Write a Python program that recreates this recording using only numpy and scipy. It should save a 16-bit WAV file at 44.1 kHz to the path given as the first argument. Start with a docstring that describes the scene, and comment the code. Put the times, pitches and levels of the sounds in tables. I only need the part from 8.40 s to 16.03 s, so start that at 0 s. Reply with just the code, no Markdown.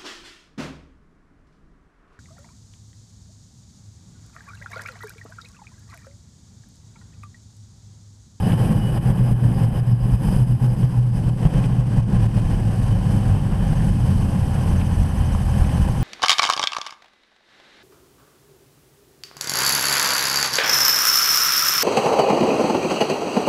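"""A low drone and a gusty roar come first: a floatplane on its take-off run over a lake, heard from a
camera fixed under the wing. Propeller wash and slipstream build, thump and break off, then steady;
they ring the camera's mount and housing, and the drone throbs with each gust as its pitch rises and sinks.
Spray hisses off the floats, air squeals briefly over an edge, and a few drops knock on the housing.
At speed a swaying whistle starts."""
import sys
import numpy as np
from scipy import signal
from scipy.fft import rfft, irfft, next_fast_len
from scipy.io import wavfile
from scipy.ndimage import uniform_filter1d

SR = 44100
rng = np.random.default_rng(int(sys.argv[2]) if len(sys.argv) > 2 else 0)


def dump(signal):
    """Clip the signal to [-1, 1] and save it as 16-bit WAV at the path in sys.argv[1]."""
    limited = np.clip(np.atleast_2d(signal).T, -1, 1)
    pcm = np.round(limited * 32767).astype(np.int16)
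    wavfile.write(sys.argv[1], SR, pcm)


N = 336483
TIME = np.arange(N) / SR


def undb(db):
    """Decibels to gain."""
    return 10 ** (np.asarray(db) / 20)


def unit(x):
    """Scale to rms 1."""
    return x / np.sqrt(np.mean(x ** 2))


def curve(rows):
    """An automation lane: straight lines between (time, value) rows."""
    return np.interp(TIME, *np.transpose(rows))


def filtered(x, gain_at):
    """Apply a gain given as a function of frequency; rms 1."""
    size = next_fast_len(N, True)
    hz = np.fft.rfftfreq(size, 1 / SR) + 1
    return unit(irfft(rfft(x, size) * gain_at(hz), size)[:N])


def drift(rate):
    """Smooth random modulation with rms 1 and about `rate` new values a second."""
    return filtered(rng.standard_normal(N), lambda hz: 1 / (1 + (2 * hz / rate) ** 4))


def colour(x, eq, modes=()):
    """Pass x through an EQ curve lifted by resonances; rms 1."""
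    eq_hz, eq_db = np.transpose(eq)

    def gain_at(hz):
        db = np.interp(np.log(hz), np.log(eq_hz), eq_db)
        db += sum(lift / (1 + (2 * (hz - centre) / width) ** 2) for centre, width, lift in modes)
        return undb(db) / (1 + (.5 * hz / eq_hz[-1]) ** 4)  # rolls off above the last point
    return filtered(x, gain_at)


def even(x, span_s):
    """Level out the slow swells of a noise and keep its quick grain."""
    power = uniform_filter1d(x ** 2, int(span_s * SR))
    return x / np.sqrt(np.maximum(power, 1e-6))


def tilt(x, pivot_hz, db):
    """Tilt EQ: raise the treble against the bass by a moving number of dB."""
    bass = signal.sosfiltfilt(signal.butter(2, pivot_hz, fs=SR, output="sos"), x)
    return bass * undb(-db / 2) + (x - bass) * undb(db / 2)


def placed(sound, start_s, peak_db):
    """A one-shot set into silence at the given time and peak."""
    return np.pad(sound * undb(peak_db) / np.abs(sound).max(), (int(start_s * SR), N))[:N]


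def swells(crests_s, db, rise_s, fall_s, order=2):
    """Summed power of rise-and-fall envelopes; a higher order gives flatter tops and steeper sides."""
    t = TIME[::32]
    since = t - crests_s[:, None]
    span_s = np.where(since < 0, np.reshape(rise_s, (-1, 1)), fall_s)
    powers = undb(db[:, None]) ** 2 * np.exp(-np.abs(since / span_s) ** order)
    return np.interp(TIME, t, powers.sum(axis=0))


# the drone's glide (time [s], pitch [Hz])
DRONE_GLIDE = [(0, 100), (.35, 108), (.6, 122), (.85, 122), (1.22, 116.5), (1.7, 121), (2.3, 124),
               (2.85, 120), (3.33, 124), (3.8, 111), (4.4, 107), (5, 97), (5.55, 88.5), (6.5, 85),
               (7.4, 75), (7.63, 80)]
# the drone's bed between gusts (time [s], level [dB])
DRONE_BED = [(0, -22), (1, -43), (3.8, -37), (4.3, -20.5), (5.4, -31.5), (5.8, -26), (6.8, -22),
             (7.3, -23.5), (7.63, -28.5)]
def drone(throb_power, wander_rad=.13, waver_db=2.03):
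    """One low tone that throbs with the gusts; its phase wanders in the turbulent air."""
    phase = 2 * np.pi * np.cumsum(curve(DRONE_GLIDE)) / SR + wander_rad * drift(27)
    envelope = np.sqrt(undb(curve(DRONE_BED)) ** 2 + throb_power)
    return np.sqrt(2) * np.sin(phase) * envelope * undb(waver_db * drift(39))


# sub-heavy tone of wind on the microphone (frequency [Hz], relative level [dB])
BUFFET_EQ = [(10, -35), (20, -7), (28, -8), (37, 2.5), (50, 2.5), (68, -7), (100, -8), (200, -38)]
# the rumble between thumps, growing with speed (time [s], level [dB])
BUFFET_BED = [(0, -34), (3, -34), (4.5, -24.5), (7.63, -24.5)]
def wind_buffet(thump_power, waver_db=1.5):
    """Big eddies rumble and thump on the microphone."""
    eddies = even(colour(rng.standard_normal(N), BUFFET_EQ), span_s=.15)
    envelope = np.sqrt(undb(curve(BUFFET_BED)) ** 2 + thump_power)
    return eddies * envelope * undb(waver_db * drift(26))


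# boomy tone of the shaking mount (frequency [Hz], relative level [dB])
SHAKE_EQ = [(50, -14), (80, -11), (105, -4.5), (150, -1.5), (200, -4), (240, -13), (300, -23), (400, -34.5),
            (800, -53)]
# where the mount rings (centre [Hz], width [Hz], boost [dB])
MOUNT_RESONANCES = [(122.1, 25, 6), (196, 18, 1), (277, 11, 5.5), (334, 18.4, 6)]
# the shake between gusts (time [s], level [dB])
SHAKE_BED = [(0, -20.5), (.6, -24), (1.5, -27), (2.6, -28), (3.9, -24), (5.7, -19.5), (6.8, -23.5),
             (7.63, -20)]
def mount_shake(rush_db, gust_depth=.94, shudder_db=.95):
    """Smaller eddies make the camera mount boom, harder in each gust."""
    boom = even(colour(rng.standard_normal(N), SHAKE_EQ, MOUNT_RESONANCES), span_s=.1)
    return boom * undb(curve(SHAKE_BED) + gust_depth * rush_db + shudder_db * drift(36))


# dark tone of propeller and slipstream (frequency [Hz], relative level [dB])
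ROAR_EQ = [(120, 1.5), (280, 3), (400, 0), (650, -5), (1000, -7), (1300, -15.5), (2200, -20), (2900, -18.5),
           (3500, -26.5), (4500, -32), (7000, -40.5), (15000, -47)]
# where the housing rings (centre [Hz], width [Hz], boost [dB])
HOUSING_RESONANCES = [(527, 110, 5.3), (791, 138, 7.3), (1065, 140, 4.5), (1655, 500, 8.15),
                      (2520, 80, 4.9), (3060, 305, 8.6)]
# weight of the roar's low end (time [s], bass against treble [dB])
ROAR_WEIGHT = [(0, 0), (.7, 3.5), (1.5, 0.5), (2.3, 2), (3, 2.5), (3.8, 0), (4.6, 0), (5.5, -2), (6.3, -4),
               (7.6, -4)]
# the roar's fader between gusts (time [s], gain [dB])
ROAR_BED = [(0, -31.5), (0.25, -36), (1.45, -41), (2.15, -41.5), (2.9, -41.5), (3.15, -38.5), (3.65, -41.5),
            (4.2, -35), (7.63, -34.5)]
def roar(flutter, rush_db, waver_db=.59):
    """Turbulent propeller wash, torn into short bursts, rings the camera housing."""
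    bursts = rng.standard_normal(N) * undb(.76 * flutter + 1.16 * drift(460) + waver_db * drift(20))
    wash = colour(bursts, ROAR_EQ, HOUSING_RESONANCES)
    return tilt(wash, pivot_hz=570, db=-curve(ROAR_WEIGHT)) * undb(curve(ROAR_BED) + rush_db)


# a breathy high note in the spray (time [s], gain ahead of the spray's fader [dB])
SINGING_BLEND = [(0, -12), (.8, -10), (1.3, -8.5), (1.7, -8.5), (2, -10), (2.35, -8), (2.7, -12),
                 (3.1, -24), (4, -24), (7.63, -25)]
def singing(centre_hz=4980, width_hz=380, waver_db=3):
    """Air noise caught in one narrow resonance; it comes and goes."""
    band = filtered(rng.standard_normal(N), lambda hz: 1 / (1 + (2 * (hz - centre_hz) / width_hz) ** 2))
    return band * undb(curve(SINGING_BLEND) + waver_db * drift(50))


# bright tone of the spray (frequency [Hz], relative level [dB])
SPRAY_EQ = [(2500, -3.5), (4000, -7), (4600, -2), (6200, -3.5), (6800, -8.5), (7500, -6), (8100, 1.5),
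            (9500, 0.5), (11200, -1.5), (12200, -6), (13500, -13), (15000, -18)]
# peaks in the hiss (centre [Hz], width [Hz], boost [dB])
SPRAY_RESONANCES = [(5000, 380, 3), (7900, 250, 1.8), (11000, 660, 2.3)]
# fineness of the mist: finer is brighter (time [s], treble against bass [dB])
MIST_BRIGHTNESS = [(0, 6), (.8, 8), (1.4, 7), (2, 5), (2.2, 5), (2.8, -3.5), (3.5, -9), (4.5, -5.5),
                   (5.5, -4), (6.5, -2), (7.6, -3)]
# the spray's fader between gusts (time [s], gain [dB])
SPRAY_BED = [(0, -49), (0.25, -52.5), (0.8, -57), (1.5, -58.5), (1.9, -55), (2.15, -56.5), (2.9, -58.2),
             (3.15, -57.5), (3.65, -59.5), (4.2, -51.5), (4.8, -51), (5.05, -52), (5.7, -49), (7.63, -47)]
def spray(flutter, rush_db, gust_depth=1.04):
    """Countless droplets of uneven size hiss off the floats, and a narrow band sings along."""
    droplets = rng.standard_normal(N) * undb(.89 * flutter + 1.4 * drift(2500))
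    hiss = colour(droplets, SPRAY_EQ, SPRAY_RESONANCES)
    hiss = tilt(hiss, pivot_hz=9100, db=curve(MIST_BRIGHTNESS))
    return (hiss + singing()) * undb(curve(SPRAY_BED) + gust_depth * rush_db)


# gusts of slipstream
# (crest time [s], build-up [s], rush against the steady flow [dB], thump [dB], drone throb [dB])
GUST_CUES = [(0.133, 0.091, 3, -28, -21), (0.248, 0.066, 4.5, -37, -23), (0.319, 0.083, 4.5, -31, -30),
             (0.39, 0.065, 3, -20, -18.5), (0.494, 0.065, 4, -30, -19), (0.573, 0.058, 5.5, -31, -24.5),
             (0.707, 0.064, 8, -26, -20.5), (0.817, 0.064, 4, -29, -20), (0.922, 0.084, 6, -20, -18),
             (1.064, 0.07, 4.5, -30, -17), (1.143, 0.1, 4, -36, -21), (1.239, 0.082, 7.5, -32, -15),
             (1.295, 0.08, 2, -34, -28), (1.389, 0.056, 7.5, -22, -15), (1.517, 0.054, 4, -30, -15),
             (1.65, 0.044, 2.0, -21, -21.5), (1.746, 0.078, 6, -17, -18), (1.887, 0.072, 9, -22, -23),
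             (1.961, 0.054, 9, -22, -23), (2.021, 0.078, 6.0, -25, -16), (2.12, 0.049, 4, -27, -17),
             (2.256, 0.047, 6.5, -38, -14.5), (2.336, 0.052, 3.5, -21.5, -25),
             (2.443, 0.072, 6.5, -23, -17.5), (2.583, 0.099, 3, -27, -15), (2.677, 0.018, -1, -37, -17),
             (2.79, 0.042, 6.5, -22, -19.5), (2.887, 0.076, 5.5, -23, -15.5), (3.062, 0.079, 7.5, -22, -21),
             (3.184, 0.062, 1.5, -18, -19), (3.256, 0.15, 6.5, -22, -19.5), (3.337, 0.097, 1, -26, -21),
             (3.402, 0.052, 2.5, -33, -19.5), (3.516, 0.051, 0.0, -28, -16), (3.594, 0.076, 7, -21, -18),
             (3.762, 0.066, 6.0, -21, -22), (3.855, 0.074, 6, -22, -20), (3.99, 0.044, 4, -26, -18.5),
             (4.065, 0.054, -4.5, -22, -40), (4.144, 0.074, 1, -14, -22), (4.37, 0.038, -10, -31, -31),
             (4.518, 0.16, -2.5, -18, -23), (4.777, 0.11, 1.5, -31, -20), (4.921, 0.18, -2, -27, -15.5),
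             (5.196, 0.031, -7, -33, -34), (5.326, 0.071, 0.0, -16, -32), (5.492, 0.1, -0.5, -22, -30),
             (5.724, 0.11, -3.5, -28, -17.5), (5.826, 0.12, -5.5, -24, -21), (6.143, 0.032, -10, -28, -30),
             (6.222, 0.064, -5, -27, -23), (6.351, 0.094, -1.5, -19, -17.5), (6.625, 0.073, -5, -17, -42),
             (6.832, 0.02, -15, -20, -26), (6.955, 0.015, -9, -24, -25), (7.065, 0.06, -18, -24, -31),
             (7.217, 0.1, -2.5, -15.5, -18), (7.426, 0.11, -3, -15.5, -21)]
def gusts(thump_lead_s=.005, throb_lead_s=.003):
    """Three envelopes from each gust: a rush that builds and breaks off, a thump, a lingering throb."""
    crest_s, build_s, rush_db, thump_db, throb_db = np.transpose(GUST_CUES)
    rush_power = swells(crest_s, rush_db, rise_s=build_s, fall_s=.013, order=4)
    thump_power = swells(crest_s - thump_lead_s, thump_db, rise_s=.019, fall_s=.019)
    throb_power = swells(crest_s - throb_lead_s, throb_db, rise_s=.028, fall_s=.042)
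    return 10 * np.log10(1 + rush_power), thump_power, throb_power


# brief squeals of air (crest time [s], pitch [Hz], level [dB])
SQUEAL_CUES = [(.075, 2950, -51), (.455, 2940, -44.5)]
def squeals(fade_db_per_s=127):
    """Air over an edge gives nearly pure tones that swell, tremble and fade."""
    tremble = .3 * drift(120)
    tones = 0
    for crest_s, hz, db in SQUEAL_CUES:
        envelope = undb(db - fade_db_per_s * np.abs(TIME - crest_s))
        tones += np.sin(2 * np.pi * hz * TIME + tremble) * envelope
    return np.sqrt(2) * tones * undb(drift(80))


# drops hitting the housing (time [s], peak ahead of the low-pass [dB], ring [Hz])
DROP_HITS = [(.120, -24.5, 2940), (3.027, -26, 710), (3.24, -28, 2600), (5.123, -24.5, 794),
             (6.413, -29, 2480), (6.909, -36, 1500), (6.949, -19.5, 883), (7.246, -31, 2400),
             (7.293, -31, 2540), (7.486, -24.5, 851)]
def drops(muffle_hz=3600):
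    """Each drop is a knock of two or three cycles with a noisy splash; the housing dulls the treble."""
    t = np.arange(2048) / SR
    splash_envelope = np.exp(-t / .003) * (1 - np.exp(-t / .0015))
    hits = 0
    for start_s, db, hz in DROP_HITS:
        octave = signal.butter(2, [hz / np.sqrt(2), hz * np.sqrt(2)], "bandpass", fs=SR, output="sos")
        splash = signal.sosfilt(octave, rng.standard_normal(len(t)) * splash_envelope)
        knock = np.sin(2 * np.pi * hz * t) * hz * t * np.exp(-hz * t)
        hits += placed(unit(knock) + unit(splash), start_s, db)
    return signal.sosfilt(signal.butter(6, muffle_hz, fs=SR, output="sos"), hits)


# hard gusts that slap the mount (time [s], peak [dB])
SLAP_HITS = [(0.13, -10), (.575, -10), (0.703, -11), (1.885, -10), (1.955, -22), (2.43, -14), (3.052, -4.5)]
def slaps(ring_hz=140, decay_s=.018, attack_s=.00087, crack_gain=.19, crack_s=.004):
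    """A gust hits: a crack of roar for the transient, a few cycles of booming mount for the body."""
    t = np.arange(8192) / SR
    wash = colour(rng.standard_normal(N), ROAR_EQ, HOUSING_RESONANCES)
    boom = np.sin(2 * np.pi * ring_hz * t) * np.exp(-t / decay_s)
    attack = 1 - np.exp(-t / attack_s)
    hits = 0
    for start_s, db in SLAP_HITS:
        crack = crack_gain * wash[int(start_s * SR):][:len(t)] * np.exp(-t / crack_s)
        hits += placed(attack * (boom + crack), start_s, db)
    return hits


# the whistle at the top of its swing, from its first crest on (time [s], pitch [Hz], level [dB])
WHISTLE_TOPS = [(5.29, 6470, -56), (6, 6360, -62), (6.2, 6300, -53), (7.63, 6370, -54)]
def whistle(sway_hz=13.02, slowing_hz_per_s=.37, swing_hz=2300, duck_db=19, stray_hz=35, waver_db=1.7):
    """An edge tone that sways quickly in pitch and speaks only near the top of each swing."""
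    since = TIME - WHISTLE_TOPS[0][0]
    sway_cycles = sway_hz * since - slowing_hz_per_s * since ** 2 / 2
    dip = np.sin(np.pi * sway_cycles) ** 2  # 0 at the top of a swing, 1 at the bottom
    times_s, top_hz, top_db = np.transpose(WHISTLE_TOPS)
    hz = np.interp(TIME, times_s, top_hz) + stray_hz * drift(12) - swing_hz * dip
    tremble = .55 * drift(700)
    tone = np.sqrt(2) * np.sin(2 * np.pi * np.cumsum(hz) / SR + tremble)
    level_db = np.interp(TIME, times_s, top_db) + waver_db * drift(40) - duck_db * dip
    return tone * undb(level_db) * (sway_cycles > -.5)  # enters half a sway before its first crest


def scene():
    """The mono mix: shared gusts drive the beds, and one quick flutter of air shakes roar and spray."""
    flutter = drift(83)
    rush_db, thump_power, throb_power = gusts()
    low_end = drone(throb_power) + wind_buffet(thump_power) + mount_shake(rush_db) + slaps()
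    air = roar(flutter, rush_db) + squeals() + whistle()
    water = spray(flutter, rush_db) + drops()
    return (low_end + air + water)[None]


def record(dry):
    """The camera cuts the top end with a steep low-pass."""
    cutoff_hz = 14900
    return signal.sosfilt(signal.ellip(8, .2, 70, cutoff_hz, fs=SR, output="sos"), dry)


dry = scene()
out = record(dry)
dump(out)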